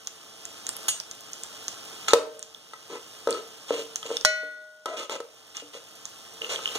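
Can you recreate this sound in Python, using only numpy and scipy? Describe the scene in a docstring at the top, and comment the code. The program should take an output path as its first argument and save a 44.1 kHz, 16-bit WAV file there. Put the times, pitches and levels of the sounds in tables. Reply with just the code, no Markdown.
"""A steel spoon stirs whole spices in a little hot oil at the bottom of a metal pot.
It clinks as it is picked up, thumps and scrapes on the bottom and once strikes the side, which rings on.
Steam bubbles burst in the oil, sizzling and spitting over the low rush of the stove.
Two closely spaced microphones hear it from above the rim, in a small kitchen."""
import sys
import numpy as np
from scipy import signal
from scipy.fft import rfft, irfft, next_fast_len
from scipy.io import wavfile
from scipy.ndimage import map_coordinates

SR = 44100
rng = np.random.default_rng(int(sys.argv[2]) if len(sys.argv) > 2 else 0)


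def int16_out(signal):
    """Quantize to a 16-bit WAV file."""
    q = np.round(np.clip(np.atleast_2d(signal).T, -1, 1) * 32767)
    wavfile.write(sys.argv[1], SR, q.astype(np.int16))


N = 298998

# modes: (frequency [Hz], relative level [dB], free t60 [s])
POT_MODES = [(293, -20, 0.37), (352, -26.5, 0.06), (451.4, -17, 0.59), (474, -1, 0.1), (512.5, -10, 0.18),
             (556, -2.5, 0.068), (622, -25, 0.68), (750.5, -20, 0.09), (909, -6, 0.031),
             (1006, -19.5, 0.15), (1114, -17.5, 0.065), (1266.5, -12.5, 0.08), (1296, -16, 0.16),
             (1555, -39.5, 0.68), (1954, -32, 0.15), (2130, -50, 0.079)]  # bottom and the air above it
SPOON_MODES = [(2923, -30, .25), (3540, -31, .16), (4840, -33, .22), (5981, -33, .4), (6610, -23, .15),
               (6835, -20, .2), (7800, -27, .15), (8393, -24, .22), (9020, -29, .08), (10720, -29, .13),
               (10910, -24, .13), (12900, -30, .08), (13800, -30, .07)]
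EDGE_MODES = [(1620, -6, 0.0046), (3160, -5.5, 0.0012), (6300, -14, 0.0012), (9300, -28, 0.00354),
              (12500, -34.5, 0.0033)]  # first milliseconds of steel on metal
# noise spectra: (frequency [Hz], relative density [dB])
SIZZLE_SPECTRUM = [(300, -37), (900, -0.5), (1350, 0), (2200, -1.5), (3200, 7), (4200, -0.5), (5200, 4),
                   (6500, 1), (8000, -3), (10500, -5.5), (12500, -11), (15300, -14), (16000, -23.5)]
RASP_SPECTRUM = [(200, -24), (700, 2.5), (1300, 5), (1800, 0), (2400, 7), (3400, 10.5), (4800, 2),
                 (7000, 3.5), (10000, -7), (13000, -12.5), (15500, -20.5)]
SNAP_SPECTRUM = [(300, 0), (1200, 0), (3000, -0.5), (5500, 11), (8000, 1.5), (12000, -9.5), (16000, -43)]
# recorder's gain on sizzle and rush, a preset curve; ducks after loud blows, slowly recovers:
# (time [s], gain [dB])
BACKGROUND_GAIN_DB = [(0, -53.5), (.38, -51.5), (.87, -45.5), (1.04, -52.5), (1.56, -47.5), (2.08, -46),
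                      (2.27, -56), (2.68, -55.5), (3.1, -50.5), (4.23, -51), (4.55, -63), (4.8, -65.5),
                      (5.35, -57), (5.85, -53.5), (6.4, -50), (6.78, -43.5)]


def amp(db):
    """Decibels to gain."""
    return 10 ** (np.asarray(db) / 20)


def unit(x):
    """Scale to rms 1."""
    return x / np.sqrt(np.mean(x ** 2) + 1e-20)


def along(points, hz):
    """Interpolate (frequency [Hz], value) points on a log axis."""
    knots_hz, values = np.transpose(points)
    return np.interp(np.log(hz + 1), np.log(knots_hz + 1), values)


def background_gain_db():
    """Preset recorder gain on sizzle and rush, per sample."""
    return np.interp(np.arange(N) / SR, *np.transpose(BACKGROUND_GAIN_DB))


def wobble(rate_hz, size):
    """Smooth curve through random knots."""
    knots = rng.standard_normal(int(size * rate_hz / SR) + 4)
    return map_coordinates(knots, [np.arange(size) * rate_hz / SR])


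def filtered(x, response):
    """Apply a complex frequency response."""
    size = x.shape[-1]
    padded = next_fast_len(size + 8192)
    return irfft(rfft(x, padded) * response(np.fft.rfftfreq(padded, 1 / SR)), padded)[..., :size]


def coloured(x, spectrum):
    """Shape x by a spectrum; rms 1."""
    return unit(filtered(x, lambda hz: amp(along(spectrum, hz))))


def add(track, start_s, sound):
    """Mix a sound into the track."""
    start = round(start_s * SR)
    track[start:start + len(sound)] += sound[:N - start]


def grains(rate_hz, spread_db, size):
    """Random impulses of unequal size."""
    hits = rng.random(size) < rate_hz / SR
    return hits * rng.choice([-1, 1], size) * amp(spread_db * rng.standard_normal(size))


def burst(t, t60_s, spectrum):
    """Noise with instant onset and exponential decay."""
    return coloured(rng.standard_normal(len(t)), spectrum) * amp(-60 * t / t60_s)


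def ring(modes, t, scatter_db):
    """Decaying modes; levels vary from blow to blow."""
    return sum(amp(db + scatter_db * rng.standard_normal() - 60 * t / t60_s) * np.sin(2 * np.pi * hz * t)
               for hz, db, t60_s in modes)


def tilted(modes, db_per_octave, t60_scale=1):
    """Harder contact favours the high modes; a pressed spoon shortens them."""
    return [(hz, db + db_per_octave * np.log2(hz / modes[0][0]), t60_s * t60_scale)
            for hz, db, t60_s in modes]


def resonate(x, modes):
    """Drive modes with x at about unit gain."""
    response = ring(modes, np.arange(SR // 4) / SR, scatter_db=3.5)
    return signal.fftconvolve(x, response / np.linalg.norm(response))


def radiated(x, corner_hz, leak_db):
    """The small pot radiates little bass; a faint thud passes through the stove."""
    highpass = signal.butter(3, corner_hz, "highpass", fs=SR, output="sos")
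    return signal.sosfilt(highpass, x) + amp(leak_db) * x


def snaps(events, rise_cycles, crack_db, spray_db, spray_t60_s):
    """Per event: a few cycles of high tone, a sharp crack, a short noise spray."""
    out, t = np.zeros(N), np.arange(SR // 16) / SR
    for start_s, db, hz in events:
        rise = t * hz / rise_cycles
        tone = rise * np.exp(1 - rise) * np.sin(2 * np.pi * hz * t)
        crack = amp(crack_db) * burst(t, 0.0022, SNAP_SPECTRUM)
        spray = amp(spray_db) * burst(t, spray_t60_s, SIZZLE_SPECTRUM)
        add(out, start_s + 0.00049, amp(db) * (tone + crack + spray))
    return out


def kitchen(x, wide_hz):
    """Short diffuse tail, narrowing to mono below wide_hz."""
    # room decay: (frequency [Hz], t60 [s])
    decay = [(100, 0.24), (500, 0.49), (3000, 0.35), (14000, 0.24)]
    hz, t, spectra = signal.stft(rng.standard_normal((2, SR // 2)), SR, nperseg=256)
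    spectra *= amp(-60 * t / along(decay, hz)[:, None])
    spectra[1] *= (hz / (hz + wide_hz))[:, None]
    mid, side = signal.istft(spectra, SR, nperseg=256)[1]
    tail = np.array([mid + side, mid - side]) / np.linalg.norm(mid)
    delayed = np.pad(tail, ((0, 0), (SR // 250, 0)))
    return signal.fftconvolve(x[None], delayed, axes=1)[:, :N]


def microphones(x, lag_s, in_phase_below_hz):
    """Close pair: treble reaches the right one first; bass is in phase."""
    def response(hz):
        phase = np.pi * lag_s * np.maximum(hz - in_phase_below_hz, 0)
        left_db = along([(1300, 1.0), (3000, 0.2), (5500, -1.7), (9000, -1.0), (14000, 1.5)], hz)
        return np.array([amp(left_db) * np.exp(-1j * phase), amp(-left_db) * np.exp(1j * phase)])
    return filtered(x, response)


def stove_rush():
    """Low rush of the stove, with a hum from the pot's hollow."""
    # rush and hum: (frequency [Hz], relative density [dB])
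    spectrum = [(20, -44.5), (55, -27), (90, 0.5), (230, 1), (330, 5.5), (410, 0.5), (447, 12), (490, 2),
                (650, 6.5), (1000, -2.5), (1330, 5), (2200, -24), (6000, -71)]
    # left-right likeness: (frequency [Hz], correlation [0..1])
    correlation = [(30, .1), (90, 0.033), (180, 0.17), (350, 0.12), (1000, 1)]

    def mid_side_gains(hz):
        angle = np.arccos(np.clip(along(correlation, hz), -1, 1)) / 2
        return np.array([np.cos(angle), np.sin(angle)])
    mid, side = filtered(rng.standard_normal((2, N)), mid_side_gains)
    return amp(background_gain_db() - 3) * coloured(np.array([mid + side, mid - side]), spectrum)


def oil_sizzle():
    """Countless tiny steam bubbles burst; a few larger ones tick brightly."""
    # small pops: (frequency [Hz], relative density [dB])
    tick_spectrum = [(300, -22), (3000, -10), (6500, 7), (10000, -2), (15000, 1), (16000, -17)]
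    fizz = coloured(grains(rate_hz=7000, spread_db=3.5, size=N), SIZZLE_SPECTRUM)
    ticks = amp(-16) * coloured(grains(rate_hz=30, spread_db=4.5, size=N), tick_spectrum)
    flicker_db = 0.23 * wobble(rate_hz=6, size=N)
    return amp(background_gain_db() + 3 + flicker_db) * (fizz + ticks)


def oil_spits():
    """Hot oil spits in single bright snaps."""
    # (time [s], relative level [dB], pitch [Hz])
    spits = [(0.072, -19.5, 6400), (0.4532, -24.5, 6900), (0.6672, -20.5, 6670), (0.691, -15.5, 8250),
             (0.7663, -24, 10900), (1.0005, -21.5, 5500), (1.1122, -24, 6740), (1.3328, -25, 6400),
             (1.4352, -23.5, 7400), (1.6816, -17.5, 6400), (2.3935, -31, 8600), (2.4275, -27, 6600),
             (3.3071, -19, 8300), (3.9583, -16, 6300), (4.1687, -17, 5540), (4.2105, -24.5, 5260),
             (5.569, -24.5, 6430), (6.0543, -24.5, 6450)]
    return amp(7) * snaps(spits, rise_cycles=1.15, crack_db=-10, spray_db=-21, spray_t60_s=0.045)


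def spoon_clicks():
    """The spoon's edge clicks on the metal."""
    # (time [s], relative level [dB], pitch [Hz])
    clicks = [(2.107, -19, 3810), (2.5465, -30.5, 3420), (3.327, -20, 4420), (4.0287, -27.5, 3200),
              (4.1688, -17, 3600), (6.4179, -19.5, 2890), (6.4449, -22, 2900), (6.559, -18.5, 3250),
              (6.6569, -13.5, 2980), (6.6755, -19.5, 3090), (6.6881, -23, 3080)]
    return amp(1) * snaps(clicks, rise_cycles=2.2, crack_db=-9.5, spray_db=-27, spray_t60_s=0.036)


def spoon_clink(first_s, second_s):
    """The lifted spoon touches the pot twice; the first contact rings the steel."""
    out, t = np.zeros(N), np.arange(SR // 2) / SR
    pot = amp(-56.5) * ring(tilted(POT_MODES, db_per_octave=12, t60_scale=1.5), t, scatter_db=1)
    steel = amp(-2) * ring(SPOON_MODES, t, scatter_db=1)
    add(out, first_s, pot + steel + amp(-21.5) * burst(t, 0.06, SIZZLE_SPECTRUM))
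    add(out, second_s, amp(-20) * burst(t, 0.023, SIZZLE_SPECTRUM))
    return radiated(out, corner_hz=604, leak_db=-42)


def push(t, length_s, attack_s=0.0045, release_t60_s=0.1, arch_db=1.5):
    """Pressure envelope: the spoon bites, presses hardest halfway, lifts off."""
    attack = np.minimum(t / attack_s, 1)
    arch = np.sin(np.pi * np.minimum(t / length_s, 1))
    release_db = -60 * np.maximum(t - length_s, 0) / release_t60_s
    return attack * amp(arch_db * (arch - 1.5) + release_db)


def spoon_scrapes():
    """Stick-slip: coarse slips shake the pot; fine grit rasps and rings the steel."""
    # (start [s], length [s], rumble [dB], rasp [dB], contact resonance [Hz], hardness [dB/octave])
    strokes = [(2.079, 0.0092, -24.5, -23.5, 1314, 24), (2.103, 0.022, -29, -36.5, 1300, 10),
               (2.893, 0.07, -31.5, -47, 440, 10), (3.29, 0.1, -28.5, -43, 451, 8.5),
               (3.68, .03, -48, -40.5, 530, 12), (3.719, 0.097, -32.5, -39.5, 465, 1),
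               (4.043, 0.12, -40.5, -42, 470, -6), (4.856, 0.1, -30.5, -48.5, 650, 15),
               (4.964, 0.074, -31.5, -39, 553, 15), (5.102, 0.051, -28, -38.5, 580, 12.5),
               (5.545, 0.055, -69, -45.5, 600, 6), (5.732, 0.036, -45.5, -45.5, 510, 13),
               (6.411, 0.077, -38, -45.5, 490, 12), (6.49, 0.061, -33.5, -32.5, 520, 8),
               (6.549, 0.49, -43, -45.5, 510, 25), (6.746, 0.021, -31, -33.5, 450, -19)]
    out, t = np.zeros(N), np.arange(SR // 3) / SR
    for start_s, length_s, rumble_db, rasp_db, contact_hz, hardness in strokes:
        pressure = push(t, length_s)
        rumble_gain, rasp_gain = amp(rumble_db) * pressure, amp(rasp_db) * pressure
        judder = amp(2.2 * wobble(rate_hz=90, size=len(t)))
        slips = unit(grains(rate_hz=1300, spread_db=1, size=len(t)) * judder) * rumble_gain
        grit = unit(grains(rate_hz=2600, spread_db=3, size=len(t)) * judder)
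        contact = amp(-7) * resonate(slips, [(contact_hz, 0, 0.036)])  # damped metal under the spoon
        pot = amp(-8.5) * resonate(slips, tilted(POT_MODES, hardness, t60_scale=0.89))
        steel = amp(-5) * resonate(grit * rasp_gain, tilted(SPOON_MODES, -10.5, t60_scale=0.38))
        add(out, start_s, radiated(contact + pot, corner_hz=316, leak_db=-39.5) + steel)
        add(out, start_s, amp(3) * coloured(grit, RASP_SPECTRUM) * rasp_gain)
    return out


def spoon_thumps():
    """Blows on the bottom boom through the oil; harder contact rings brighter."""
    # (time [s], level [dB], hardness [dB/octave], relative edge crack [dB])
    blows = [(2.089, -31, 14, -11.5), (2.1341, -1.5, 1, 5), (2.735, -30, 22, 3), (3.273, -11.5, -0.5, -6),
             (3.288, -15.5, -6, -15), (3.707, -13, -7.5, -16), (4.029, -35, 25, 12), (4.055, -31, -13, -14),
             (4.104, -23, 1, -20), (4.113, -21.5, -6, -4), (4.433, -35.5, -19, -20),
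             (4.858, -18.5, 12.5, 4), (5.096, -24.5, 7, 8), (5.203, -24, 2, 0.5), (5.623, -36.5, -23, -20),
             (5.75, -34.5, -1, -4), (6.591, -29, 11, 0.5)]
    out, t = np.zeros(N), np.arange(SR // 2) / SR
    for start_s, db, hardness, crack_db in blows:
        pot = ring(tilted(POT_MODES, hardness), t, scatter_db=1.5)
        edge = ring(EDGE_MODES, t, scatter_db=1)
        boom = radiated(pot, corner_hz=348, leak_db=-26)
        crack = amp(-11.5) * edge + amp(-12) * burst(t, 0.027, RASP_SPECTRUM)
        add(out, start_s, amp(db) * (boom / np.abs(boom).max() + amp(crack_db) * crack))
    return out


def spoon_clang(strike_s):
    """The spoon's edge strikes the side: a short crack, then the wall rings freely."""
    # side wall, lowest mode a close pair: (frequency [Hz], relative level [dB], t60 [s])
    wall_modes = [(619, -39, 2.6), (624, -21.5, .62), (1460, -21.5, 1.1), (1944, -24, .72),
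                  (2218, -28.5, .6), (2541, -29.5, .5), (2988, -29, .5), (3569, -45, .9), (4027, -29, .38),
                  (4113, -30, .25), (4253, -35, .65), (4452, -32, .42), (5039, -39, .45), (5710, -29, .3),
                  (5916, -34, .38), (6584, -35, .3), (6896, -35, .28), (7260, -38, .3), (10322, -35, .16)]
    out, t = np.zeros(N), np.arange(3 * SR // 2) / SR
    crack = amp(3) * ring(EDGE_MODES, t, scatter_db=0.5)
    noise = amp(-12) * burst(t, 0.044, SNAP_SPECTRUM)
    wall = amp(-2.5) * ring(wall_modes, t, scatter_db=0)
    add(out, strike_s, radiated(wall + crack + noise, corner_hz=500, leak_db=-13))
    return out


def scene():
    """Spoon and oil sound from inside the pot, over the stove's rush."""
    bottom = oil_spits() + spoon_clicks() + oil_sizzle()
    bottom += spoon_clink(first_s=0.8828, second_s=0.8895) + spoon_scrapes() + spoon_thumps()
    wall = spoon_clang(strike_s=4.2496)
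    direct = microphones(bottom + wall, lag_s=0.0004, in_phase_below_hz=1280)
    room = kitchen(amp(-13.5) * bottom + amp(-19.5) * wall, wide_hz=406)  # wall is closer, so drier
    return direct + room + stove_rush()


def record(dry):
    """Clip the loudest peaks, then limit the band."""
    low_hz, top_hz = 45, 16400
    return filtered(np.clip(dry, -1, 1), lambda hz: (hz < top_hz) * hz / np.hypot(hz, low_hz))


dry = scene()
out = record(dry)
int16_out(out)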